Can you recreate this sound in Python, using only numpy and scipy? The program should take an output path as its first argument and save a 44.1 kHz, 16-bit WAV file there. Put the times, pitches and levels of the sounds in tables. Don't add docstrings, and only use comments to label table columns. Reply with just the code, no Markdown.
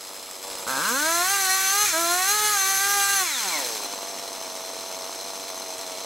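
import sys
import numpy as np
from scipy import signal
from scipy.fft import irfft
from scipy.io import wavfile
from scipy.ndimage import uniform_filter1d, map_coordinates

SR = 44100
rng = np.random.default_rng(int(sys.argv[2]) if len(sys.argv) > 2 else 0)


def persist_wave(psi):
    counts = np.round(np.clip(psi, -1, 1) * 32767).astype(np.int16)
    wavfile.write(sys.argv[1], SR, np.atleast_2d(counts).T)


N = 266805
TIME = np.arange(N) / SR
TAPS = 4096
BINS = np.fft.rfftfreq(TAPS, 1 / SR)

IDLE_HZ, FULL_HZ = 95.63, 400
OPEN_S = 0.667


def amp(db):
    return 10 ** (np.asarray(db) / 20)


def unit(x):
    return x / np.sqrt(np.mean(x ** 2) + 1e-20)


def steady(x, size=4000):
    power = uniform_filter1d(uniform_filter1d(x ** 2, size), size)
    return x / np.sqrt(abs(power) + 1e-12)


def shape(points, hz=BINS):
    f, db = np.transpose(points)
    return np.interp(np.log(hz + 1), np.log(f), db)


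def wander(rate):
    knots = rng.standard_normal(4096)
    coarse = map_coordinates(knots, [TIME[::64] * rate], order=3, mode="wrap")
    return unit(coarse)[np.arange(N) // 64]


def causal(db):
    log_gain = np.log(amp(db))
    mirrored = np.r_[log_gain, log_gain[-2:0:-1]]
    return np.exp(np.conj(signal.hilbert(mirrored)))[:len(db)]


def colour(x, db):
    return signal.oaconvolve(x, irfft(causal(db)))[:N]


def peak(hz, centre, width):
    return 1 / (1 + (2 * (hz - centre) / width) ** 2)


def resonate(x, hz, width):
    turn = np.exp(2j * np.pi * np.cumsum(hz) / SR)
    r = np.exp(-np.pi * width / SR)
    return 2 * (turn * signal.lfilter([1 - r], [1, -r], x / turn + 1e-18)).real


def at_speed(table, speed, axis):
    table = np.asarray(table, float)
    return np.interp(speed, table[:, 0], table[:, axis])


def ramp(start, length):
    return np.clip((TIME - start) / length, 0, 1)


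def strikes(turns, spread):
    at = np.flatnonzero(np.diff(np.floor(turns)) > 0)
    late = (np.ceil(turns[at]) - turns[at]) / (turns[at + 1] - turns[at])
    size = np.exp(spread * np.clip(rng.standard_normal(N)[:len(at)], -3, 1.6))
    return np.bincount(at, size * (1 - late), N) + np.bincount(at + 1, size * late, N)


# (time [s], speed [turns/s])
WORKED_SPEED = [(0.68, 121.7), (0.7, 131.1), (0.77, 133.7), (0.78, 135.5), (0.87, 208.4), (0.91, 236.1),
                (0.95, 264), (1.003, 295), (1.086, 327), (1.213, 352), (1.31, 396), (1.345, 399),
                (1.48, 374), (1.57, 384), (1.64, 382), (1.703, 388), (1.794, 414), (1.85, 419),
                (1.874, 400), (1.896, 359), (1.937, 316), (2.005, 338), (2.068, 340), (2.242, 378),
                (2.31, 410), (2.355, 422), (2.46, 423), (2.528, 417), (2.583, 389), (2.633, 383),
                (2.694, 389), (2.783, 387), (2.826, 396), (2.944, 404), (3.022, 398), (3.136, 398),
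                (3.171, 391), (3.24, 363)]
# (time [s], speed [turns/s])
IDLE_SPEED = [(3.9, 96), (4.15, 96.3), (4.4, 95), (4.57, 92.8), (4.8, 95.4), (5.0, 93.8), (5.2, 96.2),
              (5.5, 95), (5.7, 93), (6.0, 95.3)]


def crank_speed(coast_s=0.34):
    times, hz = np.transpose([(OPEN_S, IDLE_HZ)] + list(WORKED_SPEED))
    worked = np.interp(TIME, times, hz)
    run_down = hz[-1] * np.exp(-np.maximum(TIME - times[-1], 0) / coast_s)
    idle = np.interp(TIME, *np.transpose(IDLE_SPEED))
    caught = (run_down ** 3.5 + idle ** 3.5) ** (1 / 3.5)
    return uniform_filter1d(np.where(TIME < times[-1], worked, caught), size=600)


# (pressed [s], let go [s], time to open [s])
TRIGGER_PULLS = [(.663, 1.848, .006), (1.922, 3.23, .018)]


def throttle(shut_s):
    return sum(ramp(pressed, rise) * np.exp(-np.maximum(TIME - let_go, 0) / shut_s)
               for pressed, let_go, rise in TRIGGER_PULLS)


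# (time [s], step of the clatter [dB], step of the pops and chugs [dB])
LEVEL_JUMP = (0.425, 3.18, 7.64)


def jump_gain(db):
    return amp(-db * (1.5 - ramp(LEVEL_JUMP[0], 0.025)))


# (frequency [Hz], level [dB])
MUFFLER_HARD = [(60, -19), (130, -5), (240, 0.5), (290, 3.5), (335, -2), (385, -14.5), (425, -4),
                (490, 5.5), (640, 0.5), (800, 1), (1000, 6), (1200, 7), (1400, 10.5), (1475, 3.5),
                (1550, 14), (1620, 9.5), (1695, 6), (1780, -10.5), (2100, -25), (2700, -7), (4500, -27.5)]
# (crank speed [turns/s], level [dB], brightness [dB/octave])
EXHAUST_NOTE = [(100, -33.5, 4), (131, -28, 2.5), (199, -26.5, 2.5), (272, -25.5, -2), (294, -28, 3.5),
                (334, -25.5, -13.5), (346, -25.5, -6.5), (390, -28.5, -8), (394, -26, -5.5),
                (423, -27, -3.5)]
# (crank speed [turns/s], lift [dB])
HOLLOW_MIDDLE = [(135, 5), (150, 0), (175, -8), (240, -9), (280, 0)]
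HOLLOW_HZ, HOLLOW_WIDTH_HZ = 800, 190
LIMP_AT_S = 2.83
LIGHT_DB_PER_OCTAVE = 1


def exhaust(turns, speed, gas, flutter=0.045, sputter=0.15, waver_db=1.8, lag_s_per_hz=1e-6,
            stumble=0.02, blast=0.1, limp=0.1):
    response = causal(shape(MUFFLER_HARD)) * np.exp(-1j * np.pi * lag_s_per_hz * BINS ** 2)
    bright_db = at_speed(EXHAUST_NOTE, speed, axis=2) + LIGHT_DB_PER_OCTAVE * ramp(LIMP_AT_S, 0.071)
    hollow_db = at_speed(HOLLOW_MIDDLE, speed, axis=1)
    slow = (IDLE_HZ / speed) ** 2
    fired = turns + stumble * slow * wander(130)
    out, power = np.zeros(N), np.zeros(N)
    for k in np.arange(1, 21):
        hz = k * speed
        tilt_db = bright_db * np.log2(np.maximum(hz, 650) / 1000)
        thin_db = np.minimum(bright_db, 0) * np.log2(np.maximum(390 / hz, 1)) * 2.1
        middle_db = hollow_db * np.exp(-((hz - HOLLOW_HZ) / HOLLOW_WIDTH_HZ) ** 2)
        gain = amp(tilt_db + thin_db + middle_db + waver_db * wander(23.91))
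        part = np.interp(hz, BINS, response) * gain
        out += (part * np.exp(2j * np.pi * k * fired)).real
        power += abs(part) ** 2 / 2
    gusts = np.exp(-(fired % 1) / 0.25) * rng.standard_normal(N)
    puffs = steady(colour(gusts, shape(MUFFLER_HARD)))
    pops = out / np.sqrt(uniform_filter1d(power, size=1500)) + blast * slow ** 1.5 * puffs
    alternation = limp * ramp(LIMP_AT_S, 0.046) * np.cos(np.pi * turns)
    uneven = 1 + (flutter + sputter * slow) * wander(250) + alternation
    return pops * uneven * gas * amp(at_speed(EXHAUST_NOTE, speed, axis=1))


# (crank speed [turns/s], level [dB])
COAST_LEVEL = [(96.5, -65.5), (100, -50), (108, -41), (125, -39), (170, -33), (240, -36), (314, -35.5),
               (365, -31)]
# (level while fast [dB], level while slow [dB])
COAST_MULTIPLES = [(0, -6), (-3, -5), (0, -13), (-6, 1), (-7, -2), (-9, -7), (-8, -10), (-12, -14),
                   (-14, -15)]
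# (frequency [Hz], level [dB])
COAST_MUFFLER = [(100, -33), (200, -11), (300, -3.5), (450, -5.5), (580, -2), (720, -4.5), (950, 5),
                 (1150, -2), (1400, 9), (1750, 2), (2400, 12.5), (3300, -1)]
COAST_SLOW_HZ, COAST_FAST_HZ = 165, 250


def coasting_hum(turns, speed, gas, waver_db=2.4, flutter=0.15):
    hum = np.zeros(N)
    for k, (fast_db, slow_db) in enumerate(COAST_MULTIPLES, 1):
        mix_db = np.interp(speed, [COAST_SLOW_HZ, COAST_FAST_HZ], [slow_db, fast_db])
        gain = amp(mix_db + shape(COAST_MUFFLER, k * speed) + waver_db * wander(23.95))
        hum += gain * np.cos(2 * np.pi * (k * turns + rng.random()))
    level = (1 - gas) * amp(at_speed(COAST_LEVEL, speed, axis=1))
    return steady(hum) * (1 + flutter * wander(120)) * level


# (frequency [Hz], level [dB])
MUFFLER_SOFT = [(40, -41), (100, -35.5), (165, -54), (215, -20), (275, -12.5), (350, -15.5), (480, 2.5),
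                (650, 1.5), (780, -1), (930, 5), (1160, -5.5), (1330, -12), (2500, -36.5), (5000, -60)]
POPS_DB, POPS_UNEVEN = -37, 0.056
POPS_BELOW_HZ, POPS_FADE_DB_PER_HZ = 132, 0.5
BITE_AT_S, BITE_S = 1, 0.75
BOOM_FREE_HZ, BOOM_CUT_HZ = 570, 669


def idle_pops(turns, speed, gas, puff=0.45, intake_lag=0.5193, boom=0.8, boom_width_hz=70):
    pops = (1 - POPS_UNEVEN) * strikes(turns, spread=0.12) + POPS_UNEVEN * strikes(turns, spread=0.58)
    fumes = signal.lfilter([1], [1, -np.exp(-1 / (0.0033 * SR))], pops) * rng.standard_normal(N)
    intake_db = shape([(200, 19.0), (650, -5.5), (900, -11.0), (1300, 5.5), (4000, 5.0)])
    gulps = colour(unit(strikes(turns - intake_lag, spread=0.14)), intake_db)
    body = colour(unit(pops) + puff * unit(fumes) + gulps, shape(MUFFLER_SOFT))
    boom_hz = BOOM_FREE_HZ + (BOOM_CUT_HZ - BOOM_FREE_HZ) * ramp(BITE_AT_S, BITE_S)
    booming = steady(resonate(body, boom_hz, boom_width_hz))
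    fade_db = POPS_FADE_DB_PER_HZ * np.maximum(speed - POPS_BELOW_HZ, 0)
    level = (1 - gas) * amp(POPS_DB - fade_db) * jump_gain(LEVEL_JUMP[2])
    return steady(steady(body) + boom * booming) * level


# (time [s], level before the common lift late_db [dB])
CATCHING_BURNS = [(3.591, -26.5), (3.628, -28.5), (3.67, -29), (3.704, -29), (3.758, -28.5), (3.804, -30),
                  (3.832, -29), (3.86, -28), (3.937, -28)]
# (frequency [Hz], level [dB])
BURN_COLOUR = [(100, -28.5), (200, -14), (270, -2), (400, -6), (650, -3), (900, 2), (1150, 3), (1350, -10),
               (2500, -22), (6000, -22)]
BURN_GAPS = [1, 1, 2, 2, 3, 3, 3, 3, 3, 4]


def chugs(turns, gas, idle_db=-12, late_db=18, spread=0.23, fumes=0.17):
    whole = np.flatnonzero(np.diff(np.floor(turns)) > 0)
    picks = np.cumsum(rng.choice(BURN_GAPS, len(whole)))
    at = whole[picks[picks < len(whole)]]
    idling = (TIME < OPEN_S) | (TIME > CATCHING_BURNS[-1][0] + 0.02)
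    burns = np.bincount(at, np.exp(spread * rng.standard_normal(len(at))), N)
    burns = burns * idling * amp(idle_db) * jump_gain(LEVEL_JUMP[2])
    for s, db in CATCHING_BURNS:
        burns[round(s * SR)] += amp(db + late_db)
    keep = np.exp(-1 / (0.0051 * SR))
    hiss = signal.lfilter([np.sqrt(1 - keep ** 2)], [1, -keep], burns) * rng.standard_normal(N)
    burn_db = shape(BURN_COLOUR)
    body_db = burn_db - 10 * np.log10(np.mean(amp(burn_db) ** 2))
    return colour(burns + fumes * hiss, body_db) * (1 - gas)


# (frequency [Hz], width [Hz], lift at speed [dB],
# lift idling in the cut [dB], lift idling in the air [dB])
STEEL_RINGS = [(3470, 13, 9.5, 6, 10), (4122, 99, 12.5, 14, 10), (5130, 180, 5, 3.5, 10.5),
               (5460, 260, 5.5, 9, 3), (6172, 170, 11, 16.5, 7), (6540, 150, 7, 4, 7),
               (7640, 580, 5.5, 6.5, 11), (8400, 110, 1.5, 6, 3), (10730, 810, 6, 2.5, 9),
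               (11680, 250, 9.5, 14, 14.5), (13400, 210, 5, -10, 11), (15700, 400, 6, 5, 8)]


def rings(axis):
    return sum(row[axis] * peak(BINS, row[0], row[1]) for row in STEEL_RINGS)


# (frequency [Hz], density [dB per Hz])
CLATTER_FAST = [(60, -29), (170, -46), (300, -23), (600, -22), (900, -10), (1300, -1.5), (2300, 0),
                (2900, -7), (3500, -1), (5000, -4.5), (7000, -1), (9500, -3), (11500, -7), (13000, -5),
                (16000, -11.5)]
# (frequency [Hz], density [dB per Hz])
CLATTER_SLOW = [(60, -26.5), (160, -10.5), (260, 2), (600, 3.5), (1100, 2), (1700, -2), (2300, 0.5),
                (2800, -1.5), (3500, 1), (5000, 0), (7000, -3.5), (9500, -3), (11500, -11), (13000, -9),
                (16000, -15)]
SIZZLE_HZ, SIZZLE_WIDTH_HZ, SIZZLE_DB = 8000, 300, -11


def clatter(turns, fast, slap_s=0.0067, wash=1.0, tick=0.14, link=0.2):
    slaps = strikes(turns, spread=0.5)
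    shake = unit(signal.lfilter([1], [1, -np.exp(-1 / (slap_s * SR))], slaps))
    rattle = steady((steady(shake) + wash + fast) * rng.standard_normal(N))
    links = rng.uniform(-0.43, 1, N) * (rng.random(N) < (600 + 1500 * fast) / SR)
    drive = rattle + tick * steady(strikes(turns - 0.1, spread=0.11)) + link * steady(links)
    racing = steady(colour(drive, shape(CLATTER_FAST) + rings(axis=2)))
    resting = steady(colour(drive, shape(CLATTER_SLOW) + rings(axis=3)))
    free = steady(colour(drive, shape(CLATTER_SLOW) + rings(axis=4)))
    sizzle = resonate(free, np.full(N, SIZZLE_HZ), SIZZLE_WIDTH_HZ)
    free = free + amp(SIZZLE_DB) * ramp(LEVEL_JUMP[0], 0.02) * sizzle
    contact = ramp(BITE_AT_S, BITE_S)
    idling = contact * resting + (1 - contact) * free
    return np.sqrt(fast) * racing * amp(-0.33) + np.sqrt(1 - fast) * idling


# (time [s], half-length down to 1/e of the lift [s], lift [dB])
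KERF_CHATTER = (1.885, 0.051, 3.3)
CLATTER_DB, CLATTER_DB_PER_OCTAVE = -34, 4
LOAD_DB = 1.62
SLACK_DB, SLACK_HZ, SLACK_OCTAVES = 3, 126, 0.68


def clatter_level(speed, load):
    near_speed = np.exp(-(np.log2(speed / SLACK_HZ) / SLACK_OCTAVES) ** 2)
    slack = (1 - load) * near_speed * np.clip((speed - IDLE_HZ) / 4, 0, 1)
    at_s, half_s, lift_db = KERF_CHATTER
    chatter_db = lift_db * np.exp(-((TIME - at_s) / half_s) ** 2)
    speed_db = CLATTER_DB_PER_OCTAVE * np.log2(speed / IDLE_HZ)
    level_db = CLATTER_DB + speed_db + LOAD_DB * load + SLACK_DB * slack + chatter_db
    return amp(level_db) * jump_gain(LEVEL_JUMP[1])


# (frequency [Hz], gain [dB])
UNLOADED_COLOUR = [(2500, 3), (7000, 2.5), (12000, -2.5)]
# (frequency [Hz], gain [dB])
SLACK_COLOUR = [(250, -8), (700, -6), (1500, 0), (12000, 0.5)]


def slacken(steel, speed, load, chain_runs):
    unloaded = chain_runs * (1 - load)
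    steel = (1 - unloaded) * steel + unloaded * colour(steel, shape(UNLOADED_COLOUR))
    slack = np.clip((speed - 100) / 15, 0, 1) * (1 - load)
    return (1 - slack) * steel + slack * colour(steel, shape(SLACK_COLOUR))


# (frequency [Hz], level of a crank multiple there [dB])
WHINE_COLOUR = [(1700, -28.5), (2100, -41.5), (2600, -42), (3300, -45.5), (4700, -44), (5800, -56),
                (7500, -40.5), (8500, -52), (10500, -47), (12000, -46.5), (14500, -64)]
# (frequency [Hz], width [Hz], level [dB])
SINGING_STEEL = [(2790, 14, -42.5), (4161, 153, -35), (5640, 51, -34), (6164, 280, -31.5), (6350, 66, -39),
                 (6600, 160, -35), (7950, 58, -40.5), (8900, 120, -47), (9110, 99, -38),
                 (10500, 130, -47.5), (10920, 120, -41.5), (11630, 140, -44)]
# (crank multiple [1], lift [dB])
WHINE_MULTIPLES = [(7, 2), (12, 4.5), (15, 2), (16, 2), (17, -4), (18, -1.5), (19, -2), (21, 3), (22, -4),
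                   (23, 2), (24, 4.5), (26, 1), (27, 3.5), (29, 4), (30, 2), (31, 3)]
WHINE_DB, WHINE_DB_PER_OCTAVE = -1.57, 16.5


def whine(turns, speed, waver_db=2.6, shimmer=0.2, blur=0.011):
    response = amp(shape(WHINE_COLOUR))
    for hz, width, db in SINGING_STEEL:
        response = response + amp(db) * peak(BINS, hz, width)
    out = np.zeros(N)
    for k in np.arange(5, 37):
        lift_db = dict(WHINE_MULTIPLES).get(k, 0) + waver_db * wander(27.954)
        phase = 2 * np.pi * (k * turns + rng.random()) + blur * k * wander(110)
        out += np.interp(k * speed, BINS, response) * amp(lift_db) * np.cos(phase)
    growth_db = WHINE_DB_PER_OCTAVE * np.log2(speed / FULL_HZ)
    return np.sqrt(2) * out * (1 + shimmer * wander(80)) * amp(WHINE_DB + growth_db)


# (frequency [Hz], width [Hz], level [dB])
SPROCKET_RINGS = [(2180, 280, -30.5), (3720, 850, -32.5)]


def sprocket(turns, speed, gas, teeth=7, low_db=-8, slack=0.8):
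    tooth = 2 * np.pi * teeth * turns
    octave_hz = 2 * teeth * speed
    octave = np.cos(2 * tooth + slack * wander(220))
    whirr = octave + amp(low_db) * np.cos(tooth + slack * wander(120))
    level = sum(amp(db) * peak(octave_hz, hz, width) for hz, width, db in SPROCKET_RINGS)
    return unit(whirr * (1 + 0.098 * np.cos(2 * np.pi * turns))) * level * (1 - gas)


# (time [s], level [dB], ring time constant [s])
GEAR_CLINKS = [(0.311, -30, 0.0023), (0.362, -40, 0.0018), (0.452, -37, .003), (0.515, -32, .003),
               (0.554, -26, 0.0016), (0.596, -43, .002), (5.782, -32.5, 0.008)]


def clinks():
    metal_db = shape([(1000, -10), (5000, -15), (8000, -6), (12000, -18), (15000, -25)])
    ring = unit(colour(rng.standard_normal(N), metal_db))
    return ring * sum(amp(db) * (TIME > s) * np.exp(-np.maximum(TIME - s, 0) / ring_s)
                      for s, db, ring_s in GEAR_CLINKS)


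# (delay [s], level [dB], left-right share [-1 to 1, left positive])
OUTDOOR_ECHOES = [(0.0113, -19.5, 0.29), (0.02, -20.5, 0.26), (.037, -30, -0.36), (.058, -38, -0.1)]


def outdoors(x, scatter_db=-16, t60=0.39):
    t = np.arange(SR // 2) / SR
    decay = amp(-60 * t / t60)
    foliage_db = shape([(100, 0.92), (300, 7.4), (700, 0.84), (1400, 6.6), (2500, 8.2),
                        (6000, 0.13), (16000, 0.087)])
    tails = []
    for _ in "LR":
        tail = np.pad(rng.standard_normal(len(t)) * decay, (0, N - len(t)))
        tails.append(colour(tail, foliage_db)[:len(t)])
    paths = np.array(tails) * amp(scatter_db) / np.sqrt(np.sum(decay ** 2))
    paths -= 0.5 * paths.mean(0)
    paths[:, 0] += 1
    for delay, db, side in OUTDOOR_ECHOES:
        paths[:, round(delay * SR)] += amp(db) * np.array([1 + side, 1 - side])
    return signal.oaconvolve(x[None], paths, axes=1)[:, :N]


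# (frequency [Hz], relative density [dB per Hz])
AIR_COLOUR = [(20, -21), (60, -4), (110, 17.5), (250, 13), (600, 20.5), (1500, -34), (5000, -47),
              (16000, -73)]


def background(loudness, air_db=-62, rumble_db=-51.5, swell=1.26):
    air = np.array([unit(colour(rng.standard_normal(N), shape(AIR_COLOUR))) for _ in "LR"])
    low_db = shape([(20, 2.5), (80, 1.0), (200, 0.0), (500, 0), (1500, -28.0)])
    rumble = unit(colour(rng.standard_normal(N), low_db)) * unit(loudness ** swell)
    return air * amp(air_db) + rumble * amp(rumble_db) * np.array([[0.08], [1]])


def scene():
    speed = crank_speed()
    gas = throttle(shut_s=0.01)
    load = throttle(shut_s=0.022)
    fast = np.clip((speed - 100) / 230, 0, 1)
    hunting = (1 - fast) ** 4 * 0.013 * wander(40)
    turns = np.cumsum(speed * (1 + hunting + 0.001105 * wander(40))) / SR
    turns = turns - turns[round(OPEN_S * SR)]
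    loudness = clatter_level(speed, load)
    chain_runs = np.clip((speed - 100) / 150, 0, 1)
    steel = slacken(loudness * clatter(turns, chain_runs), speed, load, chain_runs)
    singing = (gas + load) / 2 * whine(turns, speed)
    engine = exhaust(turns, speed, gas) + coasting_hum(turns, speed, gas)
    engine = engine + idle_pops(turns, speed, gas) + chugs(turns, gas)
    saw = engine + steel + singing + sprocket(turns, speed, gas)
    return outdoors(saw + clinks()) + background(loudness)


def record(dry, edge_hz=15800):
    low_pass = signal.firwin(511, edge_hz, window=("kaiser", 9), fs=SR)
    return signal.oaconvolve(dry, low_pass[None], "same")


dry = scene()
out = record(dry)
persist_wave(out)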